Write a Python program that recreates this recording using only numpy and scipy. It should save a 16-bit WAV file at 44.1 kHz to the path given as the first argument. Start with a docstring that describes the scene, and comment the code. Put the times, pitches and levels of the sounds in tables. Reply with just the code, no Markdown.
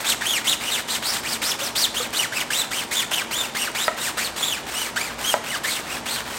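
"""Outdoors in a yard, the microphone close to a soapy car tyre being scrubbed with a stiff brush.
Bristles hiss and crackle through the foam, back and forth, and zip in rising and falling tones as they
sweep the fine ribs of the sidewall. Twice the brush sticks and hoots on the rubber; three times its
head knocks the wheel. The lather fizzes, the yard gives a short echo, and a steady outdoor wash and
a low hum lie behind."""
import sys
import numpy as np
from scipy import signal
from scipy.fft import rfft, irfft, next_fast_len
from scipy.io import wavfile

SR = 44100
rng = np.random.default_rng(int(sys.argv[2]) if len(sys.argv) > 2 else 0)


def transcribe(signal):
    """Save signal, clipped to [-1, 1], as a 16-bit WAV file at the path in sys.argv[1]."""
    frames = np.atleast_2d(signal).T
    limited = np.clip(frames, -1, 1)
    pcm = np.round(limited * 32767).astype(np.int16)
    wavfile.write(sys.argv[1], SR, pcm)


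N = 281358
TOP_HZ = 15950  # upper edge of the band

# Swings of the hand: start_s, end_s, lean (higher is fastest later), pressure_db, growth_db
BRUSH_STROKES = [(0, .07, 0.78, -6, -10), (0.043, .149, 1.18, 7.5, 9), (0.208, 0.423, 1.15, 2, 5.5),
                 (0.44, 0.561, 1.43, 7, 4), (.598, .828, .93, 2.5, 13.5), (.877, 0.988, 1.07, 4.5, 11),
                 (1.021, 1.21, 1.18, 4, 7), (1.23, 1.375, 1.48, 2, 12), (1.416, 1.559, 1.33, 5, -10),
                 (1.586, 1.711, 1.15, 2, 1), (1.754, 1.887, 0.98, 6.5, -1.5), (1.941, 2.078, 1.01, 0.5, -2),
                 (2.126, 2.28, 1.15, 4, -2), (2.317, 2.444, 1.12, -1, 16), (2.502, 2.669, 1.35, 4, -15),
                 (2.708, 2.856, 1.2, 1, -2), (2.908, 3.056, 1.25, 5, -4), (3.108, 3.251, 0.77, 2, -4),
                 (3.306, 3.5, 1.11, 0, -8), (3.546, 3.706, 1.14, 1.7, -3), (3.745, 3.932, 1.3, 1, -10),
                 (3.965, 4.118, 0.79, 6, 18), (4.168, 4.307, 1.25, 3, -15), (4.358, 4.615, 1.03, -0.5, -9),
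                 (4.662, 4.911, 1.5, 1, 3.5), (4.958, 5.143, 1.09, -4.5, -22), (5.181, 5.391, 1.26, 3, 9),
                 (5.436, 5.594, 1.05, -0.5, 13), (5.633, 5.82, 0.9, 3.5, -1), (5.833, 5.999, 1.53, -6, 17),
                 (6.055, 6.229, 1.14, 0.5, -4), (6.25, 6.473, 1.15, -3.5, 15)]
# Blows of the brush head on the wheel: start_s, level_db, hardness_hz (low-pass on the blow)
WHEEL_KNOCKS = [(3.117, -14, 2400), (3.881, -1.5, 2600), (5.341, -2, 1000)]
# Bright spectrum of bristles and bubbles: frequency_hz, level_db
HISS_SPECTRUM = [(1500, -24), (3000, -0.5), (4200, -2.5), (5500, -2), (7000, -0.5), (8400, 2.5),
                 (9500, -3.5), (10700, -10.5), (12800, -5.5), (15800, -13.5)]


def amp(db):
    """Decibels to gain."""
    return 10 ** (np.asarray(db) / 20)


def unit(x):
    """Scales to rms 1."""
    return x / np.sqrt(np.mean(abs(x) ** 2) + 1e-20)


def read(points, hz):
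    """Reads a table on a log-frequency axis."""
    point_hz, value = np.transpose(points)
    return np.interp(np.log(hz + 1), np.log(point_hz + 1), value)


def add(mix, start_s, sound):
    """Mixes a sound in at start_s."""
    part = mix[max(round(start_s * SR), 0):][:len(sound)]
    part += sound[:len(part)]


def colour(x, spectrum):
    """Filters x by a spectrum and scales it to rms 1."""
    size = next_fast_len(N)
    gain = amp(read(spectrum, np.fft.rfftfreq(size, 1 / SR)))
    return unit(irfft(rfft(x, size) * gain, size)[:N])


def wander(width_hz, size):
    """Complex noise of rms about 1 that changes as fast as a band of this width."""
    hz = np.fft.fftfreq(next_fast_len(size + 2048), 1 / SR)
    noise = rng.standard_normal(len(hz)) + 1j * rng.standard_normal(len(hz))
    return unit(np.fft.ifft(noise * np.exp(-2 * np.log(2) * (hz / width_hz) ** 2)))[:size]


def snaps(per_s, spread_db):
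    """A random train of tiny clicks, a few larger than the rest."""
    size = amp(spread_db * np.minimum(rng.exponential(1, N), 5))
    return unit(size * rng.choice([-1, 1], N) * (rng.random(N) < per_s / SR))


def hand_speed(progress, lean, run_up=.167):
    """Brush speed (0-1) along a stroke; the bent bristles let go with the swing already under way."""
    swing = np.clip(run_up + (1 - run_up) * progress, 0, 1)
    return abs(np.sin(np.pi * swing ** lean)) ** .82


def contact(lift_s=0.099):
    """How well the bristles touch (0-1): a knock bounces them off the tyre for a moment."""
    t, touch = np.arange(N) / SR, np.ones(N)
    for start, db, _ in WHEEL_KNOCKS:
        touch *= 1 - min(amp(db), 1) * (t > start) * np.exp(-abs(t - start) / lift_s)
    return touch


def scrub(hiss_db=-32.5, swish_db=-32, bite_s=0.0049, spring_s=0.015, settle_db=-12, settle_s=.03,
          flicker_db=1.67, flicker_hz=130):
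    """Countless bristles slip and flick through the foam, hissing most where the brush is fastest."""
    # Duller spectrum of the wet rubbing: frequency_hz, level_db
    swish_spectrum = [(200, -27), (500, -4), (1000, 0), (1500, 2), (2200, 0), (2800, -2), (3800, -3.5),
                      (5000, -8.5), (8000, -16)]
    hiss_level, swish_level = np.zeros((2, N))
    for start, end, lean, db, growth_db in BRUSH_STROKES:
        progress = np.linspace(0, 1, round((end - start) * SR))
        t = progress * (end - start)
        bite = np.minimum(t / bite_s, 1)
        speed = hand_speed(progress, lean)
        pressure = amp(db + growth_db * (progress - .5))
        flick = 1 + 0.58 * np.exp(-t / spring_s)  # the bristles spring over at each turn
        add(hiss_level, start, bite * pressure * speed ** 1.154)
        # the swish outlasts the hiss, so slow, light rubbing sounds duller
        add(swish_level, start, bite * flick * pressure ** 0.3 * speed ** 0.25)
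    hiss_level, swish_level = contact() * [hiss_level, swish_level]
    decay = np.exp(-1 / (settle_s * SR))  # stirred lather fizzes on as it settles
    settling = signal.lfilter([1 - decay], [1, -decay], hiss_level)
    hiss_level = np.hypot(hiss_level, amp(settle_db) * settling)
    # whole tufts catch and let go together
    hiss_level *= unit(amp(flicker_db * unit(wander(flicker_hz, N).real)))
    swish_level *= unit(amp(flicker_db * unit(wander(flicker_hz, N).real)))
    hiss = colour(rng.standard_normal(N) + 0.7 * snaps(per_s=3000, spread_db=1), HISS_SPECTRUM)
    swish = colour(rng.standard_normal(N) + 0.67 * snaps(per_s=900, spread_db=3), swish_spectrum)
    return amp(hiss_db) * hiss_level * hiss + amp(swish_db) * swish_level * swish


def foam(fizz_db=-53):
    """Bubbles keep bursting in the lather, a faint fizz close to the microphone."""
    return amp(fizz_db) * colour(snaps(per_s=430, spread_db=6.5), HISS_SPECTRUM)


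def surroundings(wash_db=-36):
    """Behind the brush, a steady outdoor wash with a wavering low hum."""
    # Spectrum of the open air: frequency_hz, level_db
    wash_spectrum = [(22, -32), (35, -12.5), (70, -10), (110, -3), (180, -3.5), (320, -1), (480, -3),
                     (800, -1.5), (1150, -5), (1700, -7.5), (3000, -12.5), (8000, -20.5), (10500, -26),
                     (15800, -38)]
    # Narrow noise bands of the hum: pitch_hz, width_hz, level_db
    hum_bands = [(58, 3.4, -57), (116, 12, -64), (231.4, 15, -48.5), (556, 58, -54.5), (931, 51, -51)]
    t = np.arange(N) / SR
    hum = sum(amp(db) * unit((wander(width, N) * np.exp(2j * np.pi * hz * t)).real)
              for hz, width, db in hum_bands)
    return amp(wash_db) * colour(rng.standard_normal(N), wash_spectrum) + hum


def zip_tone(hz, spread_hz, overtone_db=-1.0, fall_db=3.0, in_step_hz=55, judder_hz=60):
    """A crowd of bristles ticks over ribs: the closer their speeds, the purer and brighter the tone."""
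    # Response of the ticking bristles: frequency_hz, level_db
    bristle_spectrum = [(900, -12), (1500, 1.5), (2400, -3), (3400, 1.5), (4600, -0.5), (6000, -1.5),
                        (8300, 4), (10500, -5), (12800, 0), (16000, -3)]
    judder = 1 + 0.02224 * wander(judder_hz, len(hz)).real
    cycles = np.cumsum(hz * judder) / SR
    purity = np.clip(in_step_hz / spread_hz, 0, 1)
    partials = []
    for k in range(1, 7):
        out_of_step = wander(1.62 * spread_hz * k ** 0.25, len(hz))
        crowd = np.sqrt(purity ** k) + np.sqrt(1 - purity ** k) * out_of_step
        gain = amp(read(bristle_spectrum, k * hz) - fall_db * k) * (k * hz < TOP_HZ)
        partials.append(gain * (crowd * np.exp(2j * np.pi * k * cycles)).real)
    return unit(partials[0]) + amp(overtone_db) * purity ** 0.28 * unit(sum(partials[1:]))


def rib_zips(zip_db=0.7, grip_db=4.0, grip_hz=50, fade_s=0.0037, let_go=0.21):
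    """Bristles sweep evenly spaced ribs: pitch follows hand speed, level follows speed and pressure."""
    # Patches of sidewall ribs, each followed until the next or the end of the stroke:
    # start_s, full_speed_pitch_hz, level_db, spread_ratio (of pitch among the bristles)
    rib_patches = [(.049, 4136, -25, .075), (.207, 3015, -26, 0.18), (.263, 3360, -25, 0.058),
                   (.45, 3804, -23, 0.092), (.609, 2930, -30, 0.098), (.71, 4200, -28, 0.081),
                   (.881, 4125, -28.5, 0.15), (1.028, 5240, -26, .1), (1.113, 4940, -34, 0.14),
                   (1.243, 3620, -25.5, 0.097), (1.278, 5230, -32.5, 0.064), (1.415, 5600, -27, 0.1),
                   (1.514, 3990, -23.5, 0.093), (1.59, 3710, -31.5, .08), (1.633, 5900, -32, 0.08),
                   (1.752, 5200, -24, 0.14), (1.822, 4870, -20.5, 0.055), (1.95, 3520, -29, .085),
                   (2.017, 4900, -31.5, 0.066), (2.126, 4220, -28.5, 0.11), (2.185, 2974, -26.5, .044),
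                   (2.321, 2594, -28, 0.092), (2.401, 4100, -28, 0.099), (2.503, 3976, -27, 0.049),
                   (2.711, 3100, -30.5, .08), (2.911, 3560, -26, 0.074), (3.112, 3210, -23.5, 0.14),
                   (3.15, 3196, -27, .075), (3.311, 3680, -29.5, 0.04), (3.546, 2880, -28.5, 0.052),
                   (3.751, 3844, -28.5, .06), (3.846, 5290, -30, .038), (3.97, 3820, -33.5, 0.061),
                   (4.03, 3015, -29, 0.044), (4.173, 2407, -29.5, .15), (4.242, 4670, -29.5, .064),
                   (4.376, 4750, -36, .063), (4.419, 3700, -27.5, 0.06), (4.739, 3067, -32.5, 0.033),
                   (4.958, 2490, -32.5, .058), (5.24, 3280, -29, .03), (5.464, 2890, -32, 0.063),
                   (5.514, 2140, -29.5, 0.043), (5.642, 2160, -27, 0.11), (5.7, 4240, -30, 0.15),
                   (5.854, 2800, -37, 0.073), (6.056, 4340, -32.5, 0.086)]
    out = np.zeros(N)
    for start, end, lean, _, growth_db in BRUSH_STROKES:
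        patches = [row for row in rib_patches if start <= row[0] + .02 < end]
        exits = [row[0] for row in patches[1:]] + [end]
        for (enter, peak_hz, db, spread), leave in zip(patches, exits):
            t = np.arange(enter, leave, 1 / SR)
            progress = (t - start) / (end - start)
            speed = hand_speed(progress, lean)
            pressure = amp(db + 0.57 * growth_db * (progress - .5))
            # lather and lettering break up the contact
            grip = unit(amp(grip_db * np.tanh(unit(wander(grip_hz, len(t)).real))))
            fade = np.sqrt(np.clip(np.minimum(t - enter, leave - t) / fade_s, 0, 1))
            fade *= np.clip((1 - progress) / let_go, 0, 1)  # near the turn the bristles just drag
            tone = zip_tone(peak_hz * speed, peak_hz * spread)
            add(out, enter, pressure * fade * grip * speed ** 0.6 * tone)
    return amp(zip_db) * contact() * out


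def shudders(upper_ratio=2.45, upper_width_hz=120, upper_db=-6):
    """The brush sticks and shudders on the rubber: a short hoot with a weaker, rougher tone above."""
    # Moments of sticking: start_s, length_s, pitch_hz, level_db
    hoots = [(1.613, .05, 561, -32), (1.998, 0.04, 493, -27.5)]
    out = np.zeros(N)
    for start, length, hz, db in hoots:
        t = np.arange(0, length, 1 / SR)
        upper = (wander(upper_width_hz, len(t)) * np.exp(2j * np.pi * upper_ratio * hz * t)).real
        tone = unit(np.sin(2 * np.pi * hz * t) + amp(upper_db) * upper)
        swell = np.sin(np.pi * (t / length) ** 0.56)
        add(out, start, amp(db) * swell * tone)
    return out


def knocks(scatter=0.039, scatter_s=0.0061, lowest_hz=470):
    """The hard brush head hits the wheel; the blow scatters briefly among spokes and wheel arch."""
    # Ringing modes of brush head and wheel: pitch_hz, level_db, t60_s
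    modes = [(622, 4, 0.027), (703, -15, 0.17), (834, 1.5, 0.026), (977, -1, 0.033), (1312, 6, 0.025),
             (1470, 0, 0.014), (1880, 1.5, 0.024), (3180, -22, .012)]
    out, t = np.zeros(N), np.arange(SR // 5) / SR
    ring = sum(amp(db - 60 * t / t60) * np.cos(2 * np.pi * hz * t) for hz, db, t60 in modes)
    bass_cut = signal.butter(3, lowest_hz, "high", fs=SR, output="sos")  # too small to radiate bass
    ring = signal.sosfilt(bass_cut, ring)
    for start, db, hardness_hz in WHEEL_KNOCKS:
        paths = scatter * rng.standard_normal(len(t)) * np.exp(-t / scatter_s) + (t == 0)
        scattered = signal.fftconvolve(ring, paths)[:len(t)]
        blow = signal.sosfilt(signal.butter(1, hardness_hz, fs=SR, output="sos"), scattered)
        add(out, start, amp(db) * blow / abs(blow).max())
    return out


def yard_echo(x, delay_s=.006):
    """Scattered echoes from ground, car and walls; the bass and the highest treble die first."""
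    # Decay of the yard: frequency_hz, t60_s
    decay_times = [(200, 0.19), (1000, 0.42), (3000, 0.62), (6000, 0.75), (14000, 0.29)]
    hz, t, bands = signal.stft(rng.standard_normal(SR // 2), SR, nperseg=256)
    decay = amp(-60 * t / read(decay_times, hz)[:, None])
    tail = signal.istft(bands * decay, SR, nperseg=256)[1]
    tail = np.concatenate([np.zeros(round(delay_s * SR)), tail])
    return signal.fftconvolve(x, tail / np.linalg.norm(tail))[:N]


def scene(brush_echo_db=-13.0, knock_echo_db=-9):
    """One microphone: brush, knocks and foam close up, the open yard behind."""
    brush = scrub() + rib_zips() + shudders()
    blows = knocks()
    echoes = yard_echo(amp(brush_echo_db) * brush + amp(knock_echo_db) * blows)
    return (brush + blows + echoes + foam() + surroundings())[None]


def record(dry, ceiling=0.63):
    """The recorder rounds off the hardest peaks and limits the band."""
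    rounded = dry / (1 + (dry / ceiling) ** 6) ** (1 / 6)
    low_pass = signal.firwin(1023, TOP_HZ, window=("kaiser", 10), fs=SR)
    return signal.oaconvolve(rounded, low_pass[None], "same")


dry = scene()
out = record(dry)
transcribe(out)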